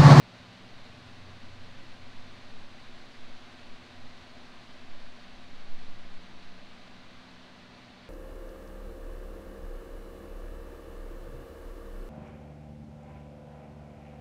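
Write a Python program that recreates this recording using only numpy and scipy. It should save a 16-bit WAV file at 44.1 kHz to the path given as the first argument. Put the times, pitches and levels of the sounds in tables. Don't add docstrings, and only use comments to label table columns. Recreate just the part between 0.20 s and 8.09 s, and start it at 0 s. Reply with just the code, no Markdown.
import sys
import numpy as np
from scipy import signal
from scipy.fft import rfft, irfft
from scipy.io import wavfile

SR = 44100
rng = np.random.default_rng(int(sys.argv[2]) if len(sys.argv) > 2 else 0)


def persist_wave(psi):
    counts = np.round(np.clip(psi, -1, 1) * 32767).astype(np.int16)
    wavfile.write(sys.argv[1], SR, np.atleast_2d(counts).T)


N = 347949


def from_db(db):
    return 10 ** (np.asarray(db) / 20)


def rms_one(x):
    return x / np.sqrt(np.mean(x ** 2) + 1e-20)


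def seconds():
    return np.arange(N) / SR


def bin_hz():
    return np.maximum(np.fft.rfftfreq(N, 1 / SR), 1e-3)


def drift(rate_hz):
    spectrum = rfft(rng.standard_normal(N))
    slow = irfft(spectrum / (1 + (bin_hz() / rate_hz) ** 2), N)
    return rms_one(slow - slow.mean())


def noise(colour):
    hz, level_db = np.transpose(colour)
    f = bin_hz()
    ends = np.minimum(f / hz[0], 1) ** 4 * np.minimum(hz[-1] / f, 1) ** 4
    gain = from_db(np.interp(np.log(f), np.log(hz), level_db)) * ends
    return rms_one(irfft(rfft(rng.standard_normal(N)) * gain, N))


def tone(hz, wander_hz, flutter_db):
    pitch_hz = hz + wander_hz * drift(4.53)
    turns = np.cumsum(pitch_hz) / SR + rng.random()
    wave = np.sqrt(2) * np.sin(2 * np.pi * turns)
    return wave * from_db(flutter_db * drift(6.2))


def swells(rows):
    power = 0
    for at_s, peak_db, width_s in rows:
        push = from_db(peak_db) / (1 + ((seconds() - at_s) / width_s) ** 2)
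        power = power + push ** 2
    return np.sqrt(power)


def passing(at_s, peak_db, width_s):
    return from_db(peak_db) / np.sqrt(1 + ((seconds() - at_s) / width_s) ** 2)


def traffic():
    # (frequency [Hz], relative level [dB per Hz])
    hiss_colour = [(700, -10), (950, 0.2), (1130, 3), (1290, -1.05), (1520, 0.6), (2600, -1.23), (3350, -3),
                   (3800, -1.5), (4450, -3.5), (4900, -8), (5150, -11.5), (6100, -14), (7000, -19.5),
                   (9900, -27.5), (10600, -32), (12400, -38), (15600, -46)]
    # (frequency [Hz], relative level [dB per Hz])
    roar_colour = [(22, 1), (48, 6.5), (62, 4), (90, 5.5), (135, 3), (165, 2), (205, 4), (260, 1.5),
                   (290, 0.5), (325, 2.5), (380, 0.1), (510, -1), (600, 3), (680, -0.2), (780, 1.6),
                   (870, -4.5), (1100, -15)]
    hiss_db, roar_db = -54.5, -56.5
    recede_from_s, fade_db_per_s = 4.2, 0.26
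    treble_start_db, treble_fade_db_per_s = -0.44, 0.5

    receding_s = np.maximum(seconds() - recede_from_s, 0)
    fade_db = fade_db_per_s * receding_s
    hiss = noise(hiss_colour)
    treble = signal.sosfilt(signal.butter(1, 4500, "high", fs=SR, output="sos"), hiss)
    treble_gain = from_db(treble_start_db - treble_fade_db_per_s * receding_s)
    hiss = hiss + treble * (treble_gain - 1)
    hiss = hiss * from_db(hiss_db - fade_db + 0.35 * drift(13))
    roar = noise(roar_colour) * from_db(roar_db - fade_db + 0.2 * drift(2.8))
    return hiss + roar


def porch(x):
    t60_s, wall_cut_hz, scatter_db = 0.12, 2500, -16.5
    decay = np.exp(-np.log(1000) * np.minimum(seconds() / t60_s, 10))
    tail = rng.standard_normal(N) * decay
    scatter = rfft(tail / np.linalg.norm(tail)) / (1 + 1j * bin_hz() / wall_cut_hz)
    return irfft(rfft(x) * (1 + from_db(scatter_db) * scatter), N)


def machines():
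    # (pitch [Hz], mean level [dB], swing [dB], cycle [s], loudest at [s])
    hum = [(119.8, -67, 4.5, 9.3, 1.13), (224.3, -72, 0, 6, 2.7), (240, -63.2, 2.2, 6, 3.4),
           (255.6, -65.5, 1.5, 3.1, 4.2)]
    # (pitch [Hz], level [dB])
    fan_tones = [(77.5, -75), (201, -75), (272, -78)]
    # (time [s], level [dB])
    motor_level = [(0, -61), (1.5, -68.5), (3.5, -83), (5, -66), (6.1, -61), (7.9, -64)]
    motor_hz = 184

    strong = 0
    for hz, db, swing_db, cycle_s, loudest_s in hum:
        waxing = np.cos(2 * np.pi * (seconds() - loudest_s) / cycle_s)
        level = from_db(db + swing_db * waxing)
        strong = strong + level * tone(hz, wander_hz=0.085, flutter_db=0.84)
    weak = 0
    for hz, db in fan_tones:
        weak = weak + from_db(db) * tone(hz, wander_hz=0.67, flutter_db=3.5)
    motor_gain = from_db(np.interp(seconds(), *np.transpose(motor_level)))
    motor = motor_gain * tone(motor_hz, wander_hz=0.87, flutter_db=1.8)
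    return strong + weak + motor


def vehicles():
    # (time [s], rate [Hz])
    car_firing = [(0, 107), (.3, 104.7), (.55, 97.3), (1.1, 93), (2.4, 89.1), (3.4, 84.9)]
    # (time [s], peak level [dB], half-width [s])
    throttle = [(0.12, -60, 0.34), (.82, -56.5, 0.15), (1.12, -55, .14), (1.42, -56.5, .16),
                (2.07, -59, 0.31), (3.74, -60.5, 0.3)]
    # (nearest at [s], peak level [dB], half-width [s], pitch [Hz])
    far_engines = [(0.37, -69, 0.33, 120), (1.7, -72.5, 0.92, 553), (3.5, -69, 1.18, 346),
                   (2.94, -70, 0.48, 745), (2.7, -75, .35, 828), (5.6, -69, 1.44, 710.5),
                   (5.82, -65.5, 0.37, 94), (6.3, -72.5, 0.4, 334), (2.48, -66.5, 0.16, 201),
                   (6.6, -69, 0.33, 203), (1.15, -69, .4, 201)]

    firing_hz = np.interp(seconds(), *np.transpose(car_firing))
    exhaust = tone(firing_hz, wander_hz=2.61, flutter_db=2.5)
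    half_order = from_db(-13.0) * tone(firing_hz * 3 / 2, wander_hz=2.74, flutter_db=0.5)
    far = 0
    for at_s, db, width_s, hz in far_engines:
        far = far + passing(at_s, db, width_s) * tone(hz, wander_hz=0.91, flutter_db=1.7)
    return swells(throttle) * (exhaust + half_order) + far


def breeze():
    # (frequency [Hz], relative level [dB per Hz])
    breeze_colour = [(1, -1.5), (3, -2), (5, 2.5), (7, -5), (11, -19.5), (15, -32), (25, -47), (60, -60)]
    # (frequency [Hz], relative level [dB per Hz])
    eddy_colour = [(10, -2), (15, 7), (20, 0), (30, -15), (50, -26), (120, -52)]
    # (time [s], peak level [dB], half-width [s])
    gusts = [(0.58, -45, .1), (1.0, -44.5, 0.089), (1.33, -39.5, 0.15), (1.7, -39.5, 0.17),
             (2.02, -37.5, 0.11), (2.38, -36.5, 0.1), (2.73, -40, 0.12), (3.07, -34, 0.086),
             (3.52, -38, 0.051), (3.88, -38, 0.075), (4.3, -45, 0.15), (4.78, -32, 0.11),
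             (5.14, -31.5, 0.033), (5.36, -35.5, 0.075), (5.54, -27.5, 0.075), (5.7, -31, .06),
             (5.93, -33, 0.18), (6.33, -40, 0.14), (6.9, -50.5, 0.37)]
    eddy_db, calm_eddy_db = -38.5, -76
    eddy_growth = 2

    gust = swells(gusts)
    gusty_eddies = from_db(eddy_db) * (gust / gust.max()) ** eddy_growth
    eddy_gain = from_db(calm_eddy_db) + gusty_eddies
    swing = signal.hilbert(noise(breeze_colour))
    swing = rms_one(swing.real / np.sqrt(np.abs(swing) ** 2 + 0.9))
    return gust * swing + eddy_gain * noise(eddy_colour)


def scene():
    mix = porch(traffic()) + machines() + vehicles() + breeze()
    return mix[None, :]


def record(dry):
    self_noise_db, cutoff_hz = -87, 15700
    dry = dry + from_db(self_noise_db) * rng.standard_normal(N)
    top_cut = signal.ellip(8, .05, 50, cutoff_hz, fs=SR, output="sos")
    return signal.sosfiltfilt(top_cut, dry, padlen=2000)


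dry = scene()
out = record(dry)
persist_wave(out)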